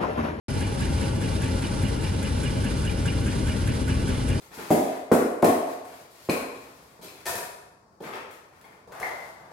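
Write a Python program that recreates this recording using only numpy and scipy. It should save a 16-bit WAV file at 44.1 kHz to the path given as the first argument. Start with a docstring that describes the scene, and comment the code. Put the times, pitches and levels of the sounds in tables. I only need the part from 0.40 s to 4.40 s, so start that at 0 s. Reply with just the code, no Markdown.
"""V8 idling, from the wheel well

A V8 idles at about 590 rpm, close to a stereo microphone inside a wheel well. Uneven firings give
a lumpy drone and rumble; once a cycle the valve gear ticks and rings a short run of metal notes.
Fan and belt air rush through the resonances of the engine bay, and the accessories hum steadily."""
import sys
import numpy as np
from scipy import signal
from scipy.fft import irfft
from scipy.io import wavfile
from scipy.ndimage import uniform_filter1d

SR = 44100
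rng = np.random.default_rng(int(sys.argv[2]) if len(sys.argv) > 2 else 0)


def persist_wave(psi):
    """Save psi, clipped to +-1, as 16-bit WAV."""
    counts = np.round(np.clip(psi, -1, 1) * 32767).astype(np.int16)
    wavfile.write(sys.argv[1], SR, np.atleast_2d(counts).T)


N = 176400

# Engine cycles of two crank turns. Each row: start in seconds, then the level in dB
# of the ticks, of the low rings and of the high rings.
ENGINE_CYCLES = [(-.002, 0, 8, 0), (.203, -1.5, -1.5, -1), (.403, -4, 1, 0), (.609, -6, -3, -1),
                 (.811, -3, -2, -2), (1.016, -2, 2, -5), (1.218, -5, -4, -1), (1.421, -3, -5, 1),
                 (1.620, -8, -2, 0), (1.825, -0.5, 0, 1), (2.031, -2.5, 1.5, 3), (2.240, -3, 1, 0),
                 (2.447, -2.5, -1.5, 3.5), (2.655, -1, 2, 5), (2.861, -2.5, 1.5, -9), (3.067, -2, 1.5, 3.5),
                 (3.271, -2.5, 0.5, -6), (3.477, -4.5, 1, 0), (3.679, -3.5, 1, -3), (3.882, -1.5, 0, 1),
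                 (4.086, 0, 0, 0)]
# Strength of the eight firings in dB, in firing order.
FIRINGS_DB = [2, -0.5, -1, .5, -1, 0.6, -0.5, -1.5]
# Phase between the microphone's two ports. Each row: frequency in Hz, lead of the left in radians.
PORT_LEAD = [(10, 0), (150, 0.37), (390, 0.6), (455, 1), (520, -0.3), (560, -0.2), (620, -2), (740, -2.5),
             (790, -1.9), (825, -0.6), (955, -0.1), (1030, -3), (1150, -2), (1220, -3), (1440, -4),
             (1500, -5), (1820, -4.5), (1920, -6), (2580, -6.5), (4480, -7), (5340, -8), (5860, -9),
             (6630, -7.5), (8600, -9), (9700, -7.5), (10500, -7), (12000, -7)]


def undb(db):
    """Decibels to gain."""
    return np.exp(np.asarray(db) * (np.log(10) / 20))


def unit(x):
    """Scale to rms 1."""
    return x / np.sqrt(np.mean(x ** 2))


def bins():
    """The frequency of every bin in Hz, kept above zero."""
    return np.maximum(np.fft.rfftfreq(N, 1 / SR), 1)


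def at_bins(points):
    """A (Hz, value) table read at every bin, along a log frequency axis."""
    hz, value = np.array(points, float).T
    return np.interp(np.log(bins()), np.log(hz + 1), value)


def wander(rate_hz):
    """A smooth random curve of rms 1."""
    hold = int(SR / rate_hz)
    steps = np.repeat(rng.standard_normal(N // hold + 1), hold)
    return unit(uniform_filter1d(uniform_filter1d(steps, hold), hold)[:N])


def pan(lean_db):
    """Left and right gains, the left louder by lean_db."""
    return undb(np.array([[lean_db], [-lean_db]]) / 2)


def resonance(hz, width_hz):
    """Gain of one steep resonance; it keeps the power of white noise."""
    return unit(1 / (1 + ((bins() - hz) / width_hz) ** 2))


def port_spectra(count):
    """Spectra of white noises at the microphone's two ports: partly alike, and shifted in phase."""
    # Likeness of the ports. Each row: frequency in Hz, coherence before clipping to 0..1.
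    likeness = [(60, 1.03), (130, .8), (250, 0.66), (450, 0.55), (620, -0.07), (730, 0.66), (900, 0.3),
                (1020, 0.03), (1220, 0.56), (1380, -0.15), (1750, 0.42), (4000, 0.37), (8000, 0.33),
                (9500, -0.08), (10800, 1.5)]
    coherence = np.clip(at_bins(likeness), 0, 1)
    draws = rng.standard_normal((2, count, N // 2 + 1, 2))
    left, unrelated = np.sqrt(N / 2) * draws.view(complex)[..., 0]
    right = np.sqrt(coherence) * left + np.sqrt(1 - coherence) * unrelated
    return np.stack([left, right * np.exp(-1j * at_bins(PORT_LEAD))], axis=1)


def coloured_noise(white, colour):
    """Stereo noise of rms 1 in a given colour, each band leaning to one side."""
    # Balance at the microphone. Each row: frequency in Hz, left over right in dB.
    balance = [(60, 2.5), (110, .5), (190, 2), (350, 3), (630, 5), (1140, 2), (2050, -2), (3690, -3.5),
               (6650, -3), (12000, 0.5)]
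    left_gain = undb(at_bins(balance) / 2)
    gains = undb(at_bins(colour)) * np.array([left_gain, 1 / left_gain])
    return unit(irfft(white * gains, N))


def wheel_well(x, t60_s=0.1, reflections_db=-9.5):
    """Dense short reflections around the microphone ripple the spectrum."""
    age = np.arange(SR // 10) / SR
    decay = np.exp(-np.log(1000) * age / t60_s)
    tail = unit(rng.standard_normal(len(age)) * decay) / np.sqrt(len(age))
    return x + undb(reflections_db) * signal.oaconvolve(x, tail[None], axes=1)[:, :N]


def accessories(drift=0.0019, flutter_db=2.5):
    """The spinning fan and alternator hum, wavering slightly in pitch and level."""
    # Each row: frequency in Hz, level in dB, left over right in dB.
    hums = [(60, -39.5, 2), (119.3, -44.5, 4), (261.4, -41, 2)]
    out = 0
    for hz, db, lean_db in hums:
        turns = np.cumsum(hz * (1 + drift * wander(3.0))) / SR + rng.random()
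        level = undb(db + flutter_db * wander(5.99))
        out = out + pan(lean_db) * level * np.sqrt(2) * np.sin(2 * np.pi * turns)
    return out


def engine_bay(t, cycle, air_white, panel_white, wash_white, air_db=-39.5, flicker_db=1.23):
    """Fan and belt air rushes and the panels hum, pulsing lightly with the firings."""
    # Rushing air. Each row: frequency in Hz, relative spectral level in dB.
    air_colour = [(300, -16), (590, 2.5), (710, 1), (870, 3.5), (1080, 3), (1240, 1.5), (1450, 2),
                  (1700, 0), (1950, -4), (3000, -5), (3300, -3.5), (4400, -3), (5100, -2), (5800, -4.5),
                  (7400, -9), (8500, -4.5), (10500, -9), (11500, -13.5), (12000, -33)]
    # Resonances of the bay. Each row: frequency in Hz, width in Hz, level in dB, left over right in dB.
    bay_modes = [(395, 15, -49.5, 6), (452, 23, -46.5, 12), (513, 9, -53, 6), (545.4, 16.7, -46.5, 9.5),
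                 (633.5, 22, -48, -0.5), (790, 11, -54.5, -10), (921, 25, -55, -4), (1143, 17, -54.5, 5),
                 (1248, 9.2, -60.5, 7.5), (1403, 12, -53.5, 7), (1507, 16, -54.5, -5), (1593, 15, -57, -4),
                 (1715, 16, -55.5, -3), (1900, 11, -63, -3), (2000, 17, -64, -1), (2132, 21, -56, -1),
                 (2365, 57, -53.5, 3), (2653, 24, -59, -5), (2822, 52, -54, -6), (3030, 40, -55.5, -1),
                 (3410, 9.4, -60, 3)]
    # A wash of ringing fades as the microphone passes the tyre. Each row: time in seconds, level in dB.
    wash_fade = [(0, -43.5), (.8, -45.5), (1.3, -46.5), (2, -49.5), (3, -57), (4, -50)]
    air_level = undb(air_db + flicker_db * wander(60))
    air = air_level * unit(wheel_well(coloured_noise(air_white, air_colour)))
    panel_power = sum((undb(db) * pan(lean_db) * resonance(hz, width)) ** 2
                      for hz, width, db, lean_db in bay_modes)
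    panels = irfft(panel_white * np.sqrt(panel_power), N)
    wash_level = undb(np.interp(t, *np.array(wash_fade).T))
    wash = wash_level * irfft(wash_white * resonance(hz=832, width_hz=110), N)
    pulsing = 1 + 0.061 * np.cos(2 * np.pi * len(FIRINGS_DB) * cycle)
    return (air + panels + wash) * pulsing


def strokes(t, delay, rise, decay, cycle_db):
    """An envelope that rises and dies away once in every engine cycle."""
    out = np.zeros(N)
    for onset, db in zip(np.array(ENGINE_CYCLES)[:, 0] + delay, cycle_db):
        first, last = np.searchsorted(t, [onset, onset + rise + 10 * decay])
        age = t[first:last] - onset
        attack = np.minimum(age / rise, 1)
        out[first:last] += undb(db) * attack * np.exp(-np.maximum(age - rise, 0) / decay)
    return out


def metal_note(cycle, delay, hz, glide, wobble_hz=42, rough_db=3):
    """A valve gear part rings with a rough note that slides upward anew in each cycle."""
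    period = np.mean(np.diff(np.array(ENGINE_CYCLES)[:, 0]))
    age = (cycle - delay / period) % 1 * period
    turns = np.cumsum(hz + glide * age + wobble_hz * wander(250)) / SR
    port_lag = np.array([[0], [np.interp(hz, bins(), at_bins(PORT_LEAD))]])
    roughness = undb(rough_db * wander(400))
    return unit(roughness * np.sin(2 * np.pi * turns - port_lag))


def valve_gear(t, cycle, tick_white, scrape_white, tick_db=-38.5, tick_rise_s=.0055, high_ring_hz=2000):
    """The valves tick and scrape in every cycle, and metal parts ring one after another."""
    # Each row: delay into the cycle and decay in seconds, level in dB.
    ticks = [(-.001, .017, 2), (.061, .009, -3), (.136, .008, -5), (.153, 0.0071, -8), (0.187, 0.013, -4.5)]
    # Each row: frequency in Hz, relative spectral level in dB.
    tick_colour = [(500, -19), (1000, 0), (1700, 3.5), (2400, 2.5), (3400, 1), (4200, -8), (5000, -10),
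                   (7000, 2.5), (9500, 3.5), (12000, -4.5)]
    # Each row: delay, rise and decay in seconds, centre and width in Hz, level in dB.
    scrapes = [(.002, 0.0051, 0.043, 1900, 600, -44), (.012, 0.011, 0.037, 2720, 450, -45.5),
               (0.061, 0.0055, 0.016, 1850, 350, -47.5)]
    # Each row: delay, rise and decay in seconds, pitch in Hz, glide in Hz per second,
    # level in dB, left over right in dB.
    rings = [(-.002, .006, 0.0071, 1500, 6000.5, -39.5, -8), (.006, 0.0065, 0.024, 1650, 2000, -40.5, 0),
             (.003, .006, 0.0088, 3410, 0.5, -52.5, -1), (.016, 0.016, 0.016, 2860, 1000, -41, -5.5),
             (.041, .009, .009, 2380, 499.5, -41.5, -1), (.058, 0.012, 0.02, 1680, 7000.5, -49, -1)]
    _, accent_db, low_db, high_db = np.array(ENGINE_CYCLES).T
    ticking = sum(strokes(t, delay, tick_rise_s, decay, accent_db + db) for delay, decay, db in ticks)
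    out = undb(tick_db) * coloured_noise(tick_white, tick_colour) * ticking
    for delay, rise, decay, hz, width, db in scrapes:
        band = irfft(scrape_white * resonance(hz, width), N)
        out += band * strokes(t, delay, rise, decay, low_db / 2 + db)
    for delay, rise, decay, hz, glide, db, lean_db in rings:
        cycle_db = high_db if hz > high_ring_hz else low_db
        envelope = strokes(t, delay, rise, decay, cycle_db + db)
        out += pan(lean_db) * metal_note(cycle, delay, hz, glide) * envelope
    return out


def firing_throb(cycle, lag_cycles=.065, scatter_db=.5, decay_firings=0.9, puff_share=0.29):
    """A level that puffs up as each cylinder fires; no two firings are quite alike."""
    cylinders = len(FIRINGS_DB)
    firing = (cycle + 1 - lag_cycles) * cylinders
    number = firing.astype(int)
    chance_db = scatter_db * rng.standard_normal((len(ENGINE_CYCLES) + 1) * cylinders)
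    strength = undb(np.array(FIRINGS_DB)[number % cylinders] + chance_db[number])
    puff = unit(np.exp(-(firing % 1) / decay_firings))
    return unit(uniform_filter1d(strength * (1 - puff_share + puff_share * puff), size=90))


def combustion(t, cycle, white, rumble_db=-25.5):
    """Uneven firings make a drone on the engine orders over a throbbing rumble."""
    # The drone's partials as multiples of the cycle rate, and their levels in dB.
    orders = [8, 13, 16, 19, 21, 22, 43, 63, 81]
    orders_db = [-53, -42, -38, -35.5, -46, -40.5, -48, -55, -59]
    # Each row: frequency in Hz, relative spectral level in dB.
    rumble_colour = [(15, -30), (28, -18), (45, -2.5), (65, -1.5), (115, -0.5), (150, -6), (230, -8),
                     (310, -11), (450, -21), (600, -25.5), (690, -34.5), (1500, -54)]
    # The bass level drifts slowly over the scene. Each row: time in seconds, gain in dB.
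    bass_drift = [(0, -1), (1.2, -0.3), (2.6, -0.45), (3.2, 0.2), (4, 0.9)]
    drone = sum(undb(db) * np.sqrt(2) * np.sin(2 * np.pi * (order * cycle + rng.random()))
                for order, db in zip(orders, orders_db))
    rumble = undb(rumble_db) * coloured_noise(white, rumble_colour) * firing_throb(cycle)
    drift_gain = undb(np.interp(t, *np.array(bass_drift).T))
    return (drone * pan(0.99) + rumble) * drift_gain


def scene():
    """The idle from the wheel well; all but the accessories follow the count of engine cycles."""
    t = np.arange(N) / SR
    cycle = np.interp(t, np.array(ENGINE_CYCLES)[:, 0], np.arange(len(ENGINE_CYCLES)))
    rumble, tick, scrape, air, panel, wash = port_spectra(count=6)
    return (combustion(t, cycle, rumble) + accessories()
            + valve_gear(t, cycle, tick, scrape) + engine_bay(t, cycle, air, panel, wash))


def record(dry):
    """The microphone opens after a moment and loses the top treble."""
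    open_s, top_hz = .083, 11700
    live = dry * (np.arange(N) / SR >= open_s)
    return signal.sosfilt(signal.ellip(10, .2, 80, top_hz, fs=SR, output="sos"), live)


dry = scene()
out = record(dry)
persist_wave(out)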